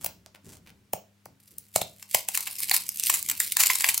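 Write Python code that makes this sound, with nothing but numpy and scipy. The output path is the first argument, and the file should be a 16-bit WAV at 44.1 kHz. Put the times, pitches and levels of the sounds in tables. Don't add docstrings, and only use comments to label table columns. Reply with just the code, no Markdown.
import sys
import numpy as np
from scipy import signal
from scipy.fft import rfft, irfft
from scipy.io import wavfile
from scipy.ndimage import map_coordinates

SR = 44100
rng = np.random.default_rng(int(sys.argv[2]) if len(sys.argv) > 2 else 0)


def wrap_up_sound(samples):
    columns = np.atleast_2d(samples).T
    tamed = np.clip(columns, -1, 1)
    steps = np.round(tamed * 32767).astype(np.int16)
    wavfile.write(sys.argv[1], SR, steps)


N = 176400

# start_s, length_s, snap_db, crunch_db
CRACKS = [(0.0454, 0.00094, -20, -35), (0.062, 0.0012, -22, -33), (0.0639, 0.0018, -26.5, -37),
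          (0.934, 0.0006, -19.5, -34), (1.257, 0.00072, -39.5, -49), (1.584, 0.00059, -28.5, -82),
          (1.7607, 0.0015, -14.5, -23), (1.8162, 0.0029, -25, -31), (2.027, 0.0011, -38, -40.5),
          (2.1469, 0.00091, -18, -17.5), (2.1484, 0.0034, -15.5, -42), (2.2874, 0.0013, -21.5, -30),
          (2.348, 0.0026, -30, -28), (2.3523, 0.0012, -22.5, -30.5), (2.375, 0.00075, -20, -23),
          (2.407, 0.0022, -28, -45), (2.4734, 0.0053, -33, -29), (2.604, 0.00074, -28, -39),
          (2.6885, 0.00052, -37, -33), (2.6963, 0.00078, -22.5, -29), (2.7135, 0.00059, -19.5, -19),
          (2.743, 0.0039, -17.5, -22.5), (2.8912, 0.00059, -22, -44.5), (2.973, 0.0005, -30, -58),
          (2.998, 0.00029, -20, -71), (3.0375, 0.00034, -21.5, -38.5), (3.0987, 0.0036, -17.5, -22),
          (3.101, 0.0024, -17.5, -31), (3.142, 0.0079, -19.0, -27.5), (3.2277, 0.00038, -27.5, -41),
          (3.2888, 0.0016, -25.5, -36.5), (3.299, 0.0024, -21, -28.5), (3.3139, 0.0016, -23.5, -30),
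          (3.402, 0.0012, -16, -35), (3.526, 0.00062, -28.5, -43), (3.5692, 0.00063, -15.5, -17),
          (3.603, 0.013, -16.5, -20), (3.636, 0.0017, -17.5, -19.5), (3.7038, 0.0081, -22.5, -23),
          (3.755, 0.0024, -22.5, -32.5), (3.808, 0.0046, -25.5, -26), (3.8438, 0.0013, -35, -14.5),
          (3.8893, 0.0027, -16, -19), (3.894, 0.0038, -24, -37.5), (3.9445, 0.002, -21, -35),
          (3.978, 0.00099, -18.5, -33)]
# frequency_hz, gain_db
DRY_SNAP_EQ = [(2500, -30.5), (7000, -5.5), (12500, -4), (16000, 2)]
# frequency_hz, gain_db
SPLIT_SNAP_EQ = [(700, -36.5), (1500, -29.5), (4000, -11), (5800, -6), (7400, 0), (10000, -2.5),
                 (13500, -2), (16000, -5.5)]
# frequency_hz, gain_db
CRUNCH_EQ = [(150, -23.5), (500, -23.5), (1000, -4), (1400, -8), (2000, 1), (2700, 3), (3400, -4.5),
             (4300, -1), (5500, -6), (8000, -7.5)]
# time_s, level_db
TEAR_ENVELOPE = [(1.4,-58.5), (1.73,-59), (1.775,-28), (1.85,-56), (2.0,-54.5), (2.06,-59), (2.17,-24.5),
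                 (2.26,-55.5), (2.36,-30), (2.58,-41.5), (2.65,-25), (2.7,-40), (2.755,-18.5), (2.8,-38),
                 (2.94,-43), (3.08,-27), (3.15,-32), (3.26,-44), (3.31,-38.5), (3.39,-36.5), (3.43,-29.5),
                 (3.51,-33.5), (3.55,-47.5), (3.61,-25), (3.79,-31), (3.88,-22), (3.92,-37.5), (4,-32.5)]
# frequency_hz, gain_db
FLESH_EQ = [(150, -16.5), (600, -26), (1000, -29.5), (1400, -22.5), (2100, -5), (2800, -3.5), (3400, -5.5),
            (4300, -1), (6200, -5), (7400, 0), (13500, 2), (16000, -6.5)]
# start_s, level_db, pitch_hz, ring_s
THUMPS = [(0.0457,-33.5,704,0.0015), (0.0639,-33.5,700,.0011), (.264,-54,660,0.0022),
          (.935,-19.5,686,0.0011), (1.259,-35.5,710,0.00057), (1.7601,-18,664,0.0018),
          (1.8166,-24.5,670,0.0014), (2.1463,-23,621,0.0019), (2.1499,-26.5,887,0.0021),
          (2.2889,-35,805,0.0014), (2.715,-30.5,794,0.0017), (3.0986,-23.5,1060,0.0016),
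          (3.703,-27,1014,0.0039)]
# pitch_ratio, level_db
BODY_MODES = [(1, 3.5), (1.9, -15), (2.7, -20)]
# start_s, level_db, pitch_hz
POPS = [(1.8156,-18.5,3640), (1.83,-25.5,4050), (2.3752,-18.5,2310), (2.7165,-8.5,4310), (3.405,-15,1880),
        (3.701,-7.5,2090), (3.8432,-34,1340)]
# start_s, length_s, level_db, centre_hz
RUBS = [(0.0, 0.063, -50, 9100), (0.2607, .006, -48.5, 5250), (0.342, 0.027, -53.5, 2660),
        (0.425, 0.17, -56, 7600), (0.656, 0.055, -55.5, 2400), ]
# peak_s, length_s, level_db
BUMPS = [(0.052,0.11,-54), (0.475,0.036,-46.5), (0.654,0.18,-59), (1.286,0.042,-57.5), (1.54,0.065,-59),
         (1.834,.05,-55.5), (2.726,0.3,-62.5), (3.286,0.16,-57), (3.895,0.073,-60.5)]
# frequency_hz, gain_db
BUMP_EQ = [(25, -25.5), (70, 7.5), (110, 4), (220, 3.5), (400, -7), (800, -29), (2500, -30.5)]
# centre_hz, t60_s, level_db
ROOM_BANDS = [(149, 0.54, -2), (694, 0.27, -1.5), (1800, 0.22, -9), (4940, 0.28, -7.5), (8950, 0.11, -11),
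              (14800, 0.23, -15.5)]
# pitch_hz, level_db
HUM = [(101, -69), (201, -70)]
# frequency_hz, gain_db
AIR_EQ = [(25, -15), (100, -19.5), (200, 0), (600, -8.5), (2000, -9), (16000, -19)]
# frequency_hz, side_gain_db
NEAR_WIDTH = [(100, -22), (1200, -18), (2200, -8), (4300, -17), (7500, -5), (13000, -9)]
# frequency_hz, side_gain_db
ROOM_WIDTH = [(90, -19), (700, -3), (2400, -2), (4400, -6)]

SPLIT_S, OPEN_S = 1.7, 2.5
FRACTURES_PER_S, FRACTURE_SPREAD_DB = 10000, 1.5
SPLINTER_DB, SPLINTER_S = -14, .0055
FIBRES_PER_S, FIBRE_SPREAD_DB, FIBRE_FALL_S = 360, 1, .0009
CLUSTER_DB, CLUSTER_S, JUICE_SHARE = 4.7, .0096, .4
POCKET_DB, POCKET_HZ, POCKET_S = 3.5, 450, .07
CRUNCH_TRIM_DB, TEAR_TRIM_DB, THUMP_TRIM_DB, FLEX_TRIM_DB = .5, -1.5, 4, -9.5
FLEX_HZ, FLEX_FALL_S = (118, 185.5), .0053
WHOLE_HZ = 695
POP_RING_S, SLIPS_PER_S = .001, 700
ROOM_BUILD_S, THUMP_SEND_DB, AIR_DB = .0045, -10.5, -71
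TOP_HZ = 15900


def cracks():
    out = np.zeros((2, N))
    t = np.arange(-.02, .06, 1 / SR)
    for at, length, snap_db, crunch_db in CRACKS:
        snap = undb(snap_db) * fractures(t, length, DRY_SNAP_EQ if at < SPLIT_S else SPLIT_SNAP_EQ)
        crunch = undb(crunch_db + CRUNCH_TRIM_DB) * fractures(t, length, CRUNCH_EQ)
        add(out, snap + crunch, at + t[0])
    return out


def fractures(t, length, eq):
    n = len(t)
    cells = (rng.random(n) < FRACTURES_PER_S / SR) * undb(FRACTURE_SPREAD_DB * rng.standard_normal(n))
    cells[np.argmin(np.abs(t))] = 2.08
    burst = swell(t, rise=.6 * length, fall=1.4 * length)
    splinters = undb(SPLINTER_DB) * swell(t, min(4 * length, SPLINTER_S), min(5 * length, SPLINTER_S))
    pair = colour(cells * (burst + splinters) * rng.choice([-1, 1], (2, n)), eq)
    core = (t > -.0015) & (t < .0025)
    return pair / (pair[:, core].std(axis=1, keepdims=True) + 1e-9)


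def tearing(t):
    breaks = rng.random(N) < FIBRES_PER_S / SR
    strength = undb(FIBRE_SPREAD_DB * np.minimum(rng.exponential(size=N), 4))
    fibres = unit(signal.lfilter([1], [1, -np.exp(-1 / (FIBRE_FALL_S * SR))], breaks * strength))
    clusters = undb(CLUSTER_DB * np.interp(t / CLUSTER_S, np.arange(N), rng.standard_normal(N)))
    crackle = colour(clusters * np.hypot(fibres, JUICE_SHARE) * rng.standard_normal((2, N)), FLESH_EQ)
    times, level_db = np.array(TEAR_ENVELOPE).T
    return unit(crackle) * undb(np.interp(t, times, level_db) + TEAR_TRIM_DB) * (t > times[0])


def pockets(x):
    f, t, spectrum = signal.stft(x, SR, nperseg=512)
    place = np.meshgrid(f / POCKET_HZ, t / POCKET_S, indexing="ij")
    db = POCKET_DB * map_coordinates(rng.standard_normal((128, 128)), place, order=1, mode="mirror")
    return signal.istft(spectrum * undb(db), SR)[1][:, :N]


def thumps():
    out = np.zeros((2, N))
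    t = np.arange(-.01, .08, 1 / SR)
    age = np.maximum(t, 0) / FLEX_FALL_S
    for at, level_db, hz, ring_s in THUMPS:
        ring = sum(undb(db) * np.sin(2 * np.pi * (k * hz * t + rng.random())) for k, db in BODY_MODES)
        thump = undb(THUMP_TRIM_DB) * ring * swell(t - 1 / hz, ring_s / 2, ring_s)
        bending = sum(np.sin(2 * np.pi * f * t) for f in FLEX_HZ)
        give = min(WHOLE_HZ / hz, 1) ** 4
        flex = undb(FLEX_TRIM_DB) * give * bending * age * np.exp(-age)
        add(out[:1], undb(level_db) * (thump + flex), at + t[0])
    return out


def pops():
    out = np.zeros((2, N))
    t = np.arange(-.005, .02, 1 / SR)
    envelope = swell(t, POP_RING_S / 2, POP_RING_S)
    for at, db, hz in POPS:
        add(out[:1], undb(db) * np.sin(2 * np.pi * hz * t) * envelope, at + t[0])
    return out


def hands(t):
    bumps = sum(undb(db) * swell(t - at, length / 2, length) for at, length, db in BUMPS)
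    out = colour(rng.standard_normal((2, N)), BUMP_EQ) * bumps
    for at, length, db, hz in RUBS:
        slips = (rng.random(N) < SLIPS_PER_S / SR) * rng.standard_normal((2, N))
        n = int(length * SR)
        stroke = slips[:, :n] * signal.windows.tukey(n, .4)
        rub = colour(stroke, [(hz / 12, -4), (hz / 2, -6), (hz, 0), (hz * 3, -13)])
        add(out, undb(db) * unit(rub), at)
    return out


def room(x):
    t = np.arange(int(.7 * SR)) / SR
    f = np.maximum(np.fft.rfftfreq(len(t), 1 / SR), 1)
    log_centres = np.log([row[0] for row in ROOM_BANDS])
    tail = 0
    for share, (hz, t60, db) in zip(np.eye(len(ROOM_BANDS)), ROOM_BANDS):
        envelope = np.exp(-np.log(1000) * t / t60) * (1 - np.exp(-t / ROOM_BUILD_S))
        crossover = np.sqrt(np.interp(np.log(f), log_centres, share))
        band = irfft(rfft(rng.standard_normal((2, len(t)))) * crossover, len(t))
        tail = tail + undb(db) * band * envelope / np.linalg.norm(envelope)
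    return signal.fftconvolve(x[:1], tail, axes=1)[:, :N]


def room_tone(t):
    hum = sum(undb(db) * np.sqrt(2) * np.sin(2 * np.pi * (hz * t + rng.random())) for hz, db in HUM)
    return hum + undb(AIR_DB) * colour(rng.standard_normal((2, N)), AIR_EQ)


def undb(db):
    return 10 ** (np.asarray(db) / 20)


def unit(x):
    return x / np.sqrt(np.mean(x ** 2) + 1e-18)


def swell(t, rise, fall):
    return np.exp(-np.abs(t) / np.where(t < 0, rise, fall))


def add(out, x, start):
    i = int(start * SR)
    lo, hi = max(i, 0), min(i + x.shape[-1], N)
    out[:, lo:hi] += x[..., lo - i:hi - i]


def eq_gains(eq, size):
    hz, db = np.array(eq).T
    f = np.maximum(np.fft.rfftfreq(size, 1 / SR), 1)
    return undb(np.interp(np.log(f), np.log(hz), db))


def colour(x, eq, size=1024):
    cepstrum = irfft(np.log(eq_gains(eq, size)))
    cepstrum[1:size // 2] *= 2
    cepstrum[size // 2 + 1:] = 0
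    impulse = irfft(np.exp(rfft(cepstrum)))
    return signal.fftconvolve(x, impulse[None] / np.linalg.norm(impulse))[:, :x.shape[1]]


def stereo(pair, width):
    side = irfft(rfft(pair[1]) * eq_gains(width, N), N)
    return np.array([pair[0] + side, pair[0] - side])


def scene():
    t = np.arange(N) / SR
    breaking = cracks() + tearing(t)
    details = hands(t) + pops()
    body = thumps()
    close = np.where(t < OPEN_S, breaking, pockets(breaking)) + details + body
    ambience = room(breaking + details + undb(THUMP_SEND_DB) * body) + room_tone(t)
    return stereo(close, NEAR_WIDTH) + stereo(ambience, ROOM_WIDTH)


def record(dry):
    lowpass = signal.ellip(8, .2, 70, TOP_HZ, fs=SR, output="sos")
    return signal.sosfilt(lowpass, np.clip(dry, -1, 1))


dry = scene()
out = record(dry)
wrap_up_sound(out)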